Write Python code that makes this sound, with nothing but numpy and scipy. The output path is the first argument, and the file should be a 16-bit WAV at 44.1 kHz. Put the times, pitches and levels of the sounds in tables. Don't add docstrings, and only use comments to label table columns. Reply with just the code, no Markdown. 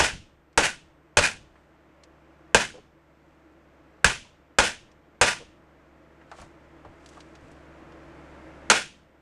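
import sys
import numpy as np
from scipy import signal
from scipy.fft import rfft, irfft
from scipy.io import wavfile
from scipy.ndimage import uniform_filter1d, minimum_filter1d

SR = 44100
rng = np.random.default_rng(int(sys.argv[2]) if len(sys.argv) > 2 else 0)


def transcribe(u):
    v = np.clip(np.atleast_2d(u).T, -1, 1)
    q = np.round(v * 32767).astype(np.int16)
    wavfile.write(sys.argv[1], SR, q)


N = 406161
T = np.arange(SR) / SR

# start_s, force_db, thud_db, body_db, chatter_db, rebound_after_s, rebound_db
BAR_BLOWS = [(-0.019, 3.5, 4, 2, -2.5, .014, -8), (0.5754, -0.8, 2, 4, 2, .012, -7),
             (1.1698, -1.3, 8.5, 1.5, 2.5, .017, -1), (2.5456, -1.5, 1.5, 3.5, -4, .012, -5),
             (4.0439, -1.2, 5, -3.5, -8.5, .014, -13), (4.5855, -1.5, 3, 3, -1, .017, -9),
             (5.2122, -1.3, 2.5, 0, -1.2, .016, -9), (8.6998, 0.5, -7, 1, -4, .010, -3)]
# pitch_hz, level_db
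CRACK_TONE = [(60, -16), (300, -16), (1000, -9.5), (1500, -5), (2000, -8), (2800, -5), (3500, -12.5),
              (4700, -8.5), (5500, -20), (6300, -8), (7800, -7.5), (9800, -16), (12000, -34)]
# pitch_hz, level_db, fade_s
CRACK_NOTES = [(527, -12.5, .05), (1573, 1, 0.032), (2510, -8, 0.036)]
# pitch_hz, level_db
CLANG_TONE = [(30, -15), (110, -13.5), (280, -5), (480, -1.5), (900, -0.5), (1250, -1), (1550, 1),
              (2100, -4.5), (2600, -3.5), (3600, -8), (7500, -9), (9500, -15.5), (11000, -30.5),
              (12000, -31.5)]
# pitch_hz, fade_s
CLANG_FADES = [(60, .25), (500, 0.23), (1500, .2), (4000, .2), (11000, 0.14)]
# pitch_hz, level_db
STEEL_NOTES = [(451, -3), (482, -5), (581, -2.5), (749, -5), (842, -5), (898, -0.5), (973, -6.5),
               (1015, -6.5), (1189, -5), (1422, 2), (1478, -1), (1547, -2.5), (1595, -2), (1655, -4.5),
               (1715, -2), (1895, -5.5), (2138, -7.5), (2445, -4.5), (2475, -2), (2623, -5), (3007, -5),
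               (3455, -8.5), (5200, -10), (6110, -10)]
# pitch_hz, level_db, fade_s
BAR_NOTES = [(1830, 0, 1.6), (3540, -3, 1.2), (5373, -7, 0.83), (6815, -9.5, 0.79), (7100, -9, 0.9),
             (8511, -12.5, 1.6), (9100, -12, 1.1), (11280, -10.5, .6)]
# pitch_hz, level_db
THUD_TONE = [(15, -8.5), (35, -0.5), (65, 0), (110, -3.5), (200, -6), (300, -17), (800, -40), (3000, -70.5)]
# pitch_hz, level_db
ECHO_TONE = [(30, -13), (100, -13.5), (200, -3), (300, -9), (1200, -7.5), (1600, 0.5), (2700, 1.5),
             (4200, -6.5), (6500, -5), (10000, -13), (12000, -30)]
# pitch_hz, fade_s
ECHO_FADES = [(50, 1), (190, 0.58), (350, 0.39), (1000, 0.17), (3000, 0.43), (7000, 0.37), (11000, .31)]
# pitch_hz, level_db
CHATTER_TONE = [(100, -20), (450, -10.5), (850, -6), (1230, -14), (1450, 1.5), (1750, -1), (2100, -4),
                (2480, -2), (3300, -10.5), (6000, -11), (8000, -13.5), (9800, -17.5), (11200, -30),
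                (12000, -33)]
# start_s, level_db, pitch_hz
HAND_KNOCKS = [(1.556, -44, 1280), (6.213, -44.5, 1250), (6.315, -30.5, 900), (6.385, -38, 780),
               (6.417, -36, 800), (6.848, -34, 620), (7.17, -39.5, 850)]
# start_s, level_db, pitch_hz
METAL_CLICKS = [(0.528, -51, 3500), (2.035, -38.5, 3400), (4.915, -49, 3500), (6.314, -41, 2900),
                (6.414, -42, 6500), (7.06, -42.5, 4000), (7.089, -45, 6000), (7.204, -41, 3000),
                (7.352, -45.5, 2800), (7.515, -55, 6400), (7.921, -53, 2300)]
# start_s, level_db
WALL_BUMPS = [(0.128, -24), (6.392, -37), (6.86, -43), (7.421, -43)]
# start_s, length_s, pitch_hz, level_db
MOUNT_CREAKS = [(2.739, 0.034, 500, -35), (2.771, 0.029, 420, -36), (4.238, 0.034, 955, -50),
                (5.398, .04, 476, -36.5)]
# middle_s, length_s, level_db
HAND_STROKES = [(1.6, .4, -64), (3.3, 1.4, -68), (6.40, .16, -45.5), (7.14, .34, -54.5), (7.48, .4, -64)]
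# pitch_hz, level_db
RUB_TONE = [(100, -6), (400, -3), (900, 3.5), (2000, 4.5), (4000, -2), (8000, -4), (10000, -14.5),
            (12000, -24)]
# pitch_hz, level_db
HUM_NOTES = [(70, -55.5), (150, -58.5), (333, -62), (657, -66), (845, -69), (1039, -72), (1357, -71)]
# pitch_hz, level_db
AIR_TONE = [(15, -7), (45, -9), (100, -8.5), (140, -3.5), (250, -3), (325, 6.5), (380, -4.5), (560, -1),
            (760, -7), (1350, -9), (2100, -13), (4000, -28.5), (7500, -35.5), (11500, -49)]


def hammering(spring_s=.0655, spring_s_per_db=.0009):
    out = np.zeros(N)
    for start_s, force_db, thud_db, body_db, chatter_db, rebound_after_s, rebound_db in BAR_BLOWS:
        strike = blow(thud_db, body_db)
        rattle = amp(chatter_db) * chatter(spring_s + spring_s_per_db * chatter_db)
        add(out, start_s, amp(force_db) * (strike + rattle))
        add(out, start_s + rebound_after_s, amp(force_db + rebound_db) * rebound())
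    return out


def blow(thud_db, body_db):
    clang = amp(-2) * fade_by_pitch(noise(CLANG_TONE), CLANG_FADES) * onset(.0016) * flicker(1.5)
    notes = amp(-3.5) * steel_ring(lowest_hz=295, scatter_db=3) * onset(.0012) * fade(.165)
    thud = amp(thud_db - 16.5) * noise(THUD_TONE) * onset(.002) * (fade(.17) + amp(-21.5) * fade(.9))
    echo = amp(-10.5) * fade_by_pitch(noise(ECHO_TONE), ECHO_FADES) * onset(.015) * flicker(.7)
    bar = sum(amp(db + rng.normal(0, 2)) * sine(hz) * fade(fade_s) for hz, db, fade_s in BAR_NOTES)
    ring = crack() + clang + notes + echo + amp(-55) * bar
    tilt_db = np.interp(np.fft.rfftfreq(len(T), 1 / SR), [600, 1400], [body_db, 0])
    ring = irfft(rfft(ring) * amp(tilt_db), len(T))
    soft_end = np.minimum(1, 2 * (1 - T)) ** 2
    return (ring + thud) * soft_end


def crack():
    push = sum(amp(db) * np.sin(2 * np.pi * hz * rng.uniform(.99, 1.02) * T) * fade(fade_s)
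               for hz, db, fade_s in CRACK_NOTES)
    splash = amp(1) * noise(CRACK_TONE) * fade(.035)
    return (amp(3.5) * push + splash) * onset(.00061)


def steel_ring(lowest_hz, scatter_db):
    ring = np.zeros(len(T))
    for hz, db in STEEL_NOTES:
        note = amp(db + rng.normal(0, scatter_db)) * sine(hz * rng.normal(1, .004))
        ring += note / (1 + (lowest_hz / hz) ** 4)
    return unit_level(ring)


def rebound():
    return amp(-7) * crack() + noise(CLANG_TONE) * onset(.001) * fade(.045)


def chatter(delay_s):
    rise = np.exp(-((T - delay_s) / .016) ** 2)
    fall = fade(.21, np.maximum(T - delay_s - .014, 0))
    swell = np.where(T < delay_s, rise, fall) * flicker(1.6)
    buzz = amp(-10.5) * noise(CHATTER_TONE)
    ring = amp(-16) * steel_ring(lowest_hz=1000, scatter_db=4)
    return swell * (buzz + ring)


def taps(rows, width_octaves, fade_s):
    out, grid_hz = np.zeros(N), np.geomspace(20, 16000, 40)
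    treble_cut_db = 10 * np.log10(1 + (grid_hz / 9500) ** 16)
    decay = fade(fade_s) + amp(-24) * fade(.13)
    for start_s, db, hz in rows:
        hump_db = -14 * np.log10(1 + (np.log2(grid_hz / hz) / width_octaves) ** 4)
        ring = noise(np.c_[grid_hz, hump_db - treble_cut_db])
        add(out, start_s, amp(db) * ring * onset(.00062) * decay)
    return out


def mount_settling():
    out = np.zeros(N)
    for start_s, db in WALL_BUMPS:
        add(out, start_s, amp(db) * noise(THUD_TONE) * onset(.004) * fade(.35))
    for start_s, length_s, hz, db in MOUNT_CREAKS:
        creak = sine(hz) + .66 * noise([(100, -20), (hz, 0), (3000, -30), (12000, -70)])
        swell = np.exp(-(2 * T / length_s - 1) ** 2)
        add(out, start_s, amp(db) * unit_level(creak) * swell)
    return out


def hand_rubbing(grains_per_s=6000, ends_db=-15, sleeve_db=-73):
    t = np.arange(N) / SR
    grains = rng.standard_normal(N) * (rng.random(N) < grains_per_s / SR)
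    strokes = sum(amp(db + ends_db * abs(t - middle_s) / (length_s / 2))
                  for middle_s, length_s, db in HAND_STROKES)
    return shape_tone(grains, RUB_TONE) * np.hypot(strokes, amp(sleeve_db))


def fan(air_db=-48):
    t = np.arange(N) / SR
    hum = np.zeros(N)
    for hz, db in HUM_NOTES:
        waver = shape_tone(rng.standard_normal(N), [(1, 0), (4, -8), (30, -60), (200, -120)])
        hum += amp(db) * np.sqrt(2) * np.sin(2 * np.pi * hz * t + min(hz / 450, 1.2) * waver)
    return amp(air_db) * shape_tone(rng.standard_normal(N), AIR_TONE) + hum


def flicker(depth_db):
    wobble = uniform_filter1d(uniform_filter1d(rng.standard_normal(len(T)), size=170), size=110)
    return unit_level(amp(depth_db * unit_level(wobble)))


def noise(tone):
    return shape_tone(rng.choice([-1., 1.], len(T)), tone)


def sine(hz):
    return np.sin(2 * np.pi * (hz * T + rng.random()))


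def onset(rise_s):
    return 1 - np.exp(-(T / rise_s) ** 2)


def fade(fade_s, t=T):
    return np.exp(-np.log(1000) * t / np.maximum(fade_s, 1e-3))


def fade_by_pitch(sound, fades):
    hz, t, bands = signal.stft(sound, SR, nperseg=256)
    bands = bands * fade(look_up(fades, hz)[:, None], t)
    return signal.istft(bands, SR, nperseg=256)[1][:len(sound)]


def shape_tone(sound, tone):
    gains = amp(look_up(tone, np.fft.rfftfreq(len(sound), 1 / SR)))
    return unit_level(irfft(rfft(sound) * gains, len(sound)))


def look_up(table, hz):
    row_hz, values = np.transpose(table)
    return np.interp(np.log(hz + 1), np.log(row_hz + 1), values)


def unit_level(sound):
    return sound / np.sqrt(np.mean(sound ** 2) + 1e-20)


def amp(db):
    return 10 ** (np.asarray(db) / 20)


def add(mix, start_s, sound):
    start = round(start_s * SR)
    part, sound = mix[max(start, 0):], sound[max(-start, 0):]
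    part[:len(sound)] += sound[:len(part)]


def scene():
    knocks = taps(HAND_KNOCKS, width_octaves=.65, fade_s=.11)
    clicks = taps(METAL_CLICKS, width_octaves=1, fade_s=.04)
    handling = knocks + clicks + mount_settling() + hand_rubbing()
    return np.tile(hammering() + handling + fan(), (2, 1))


def record(dry, threshold_db=-15, hold_s=.4, recovery_db_per_s=3.5, opening_cut_db=14):
    t = np.arange(N) / SR
    power = signal.lfilter([1 / 800], [1, 1 / 800 - 1], (dry ** 2).mean(0))
    excess_db = np.maximum(10 * np.log10(power + 1e-12) - threshold_db, 0)
    excess_db[0] = opening_cut_db
    hold = round(hold_s * SR)
    held_db = -minimum_filter1d(-excess_db, size=hold, origin=(hold - 1) // 2, mode="nearest")
    recovery_db = t * recovery_db_per_s
    cut_db = np.maximum.accumulate(held_db + recovery_db) - recovery_db
    turned_down = dry / amp(cut_db)
    peak_gain = .97 / np.maximum(abs(turned_down).max(0), .97)
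    limited = turned_down * uniform_filter1d(minimum_filter1d(peak_gain, size=41), size=41)
    whine = amp(-88) * np.sin(2 * np.pi * 12000 * t)
    treble_cut = signal.firwin(255, cutoff=12200, window=("kaiser", 8), fs=SR)
    return signal.oaconvolve(limited + whine, treble_cut[None], "same")


dry = scene()
out = record(dry)
transcribe(out)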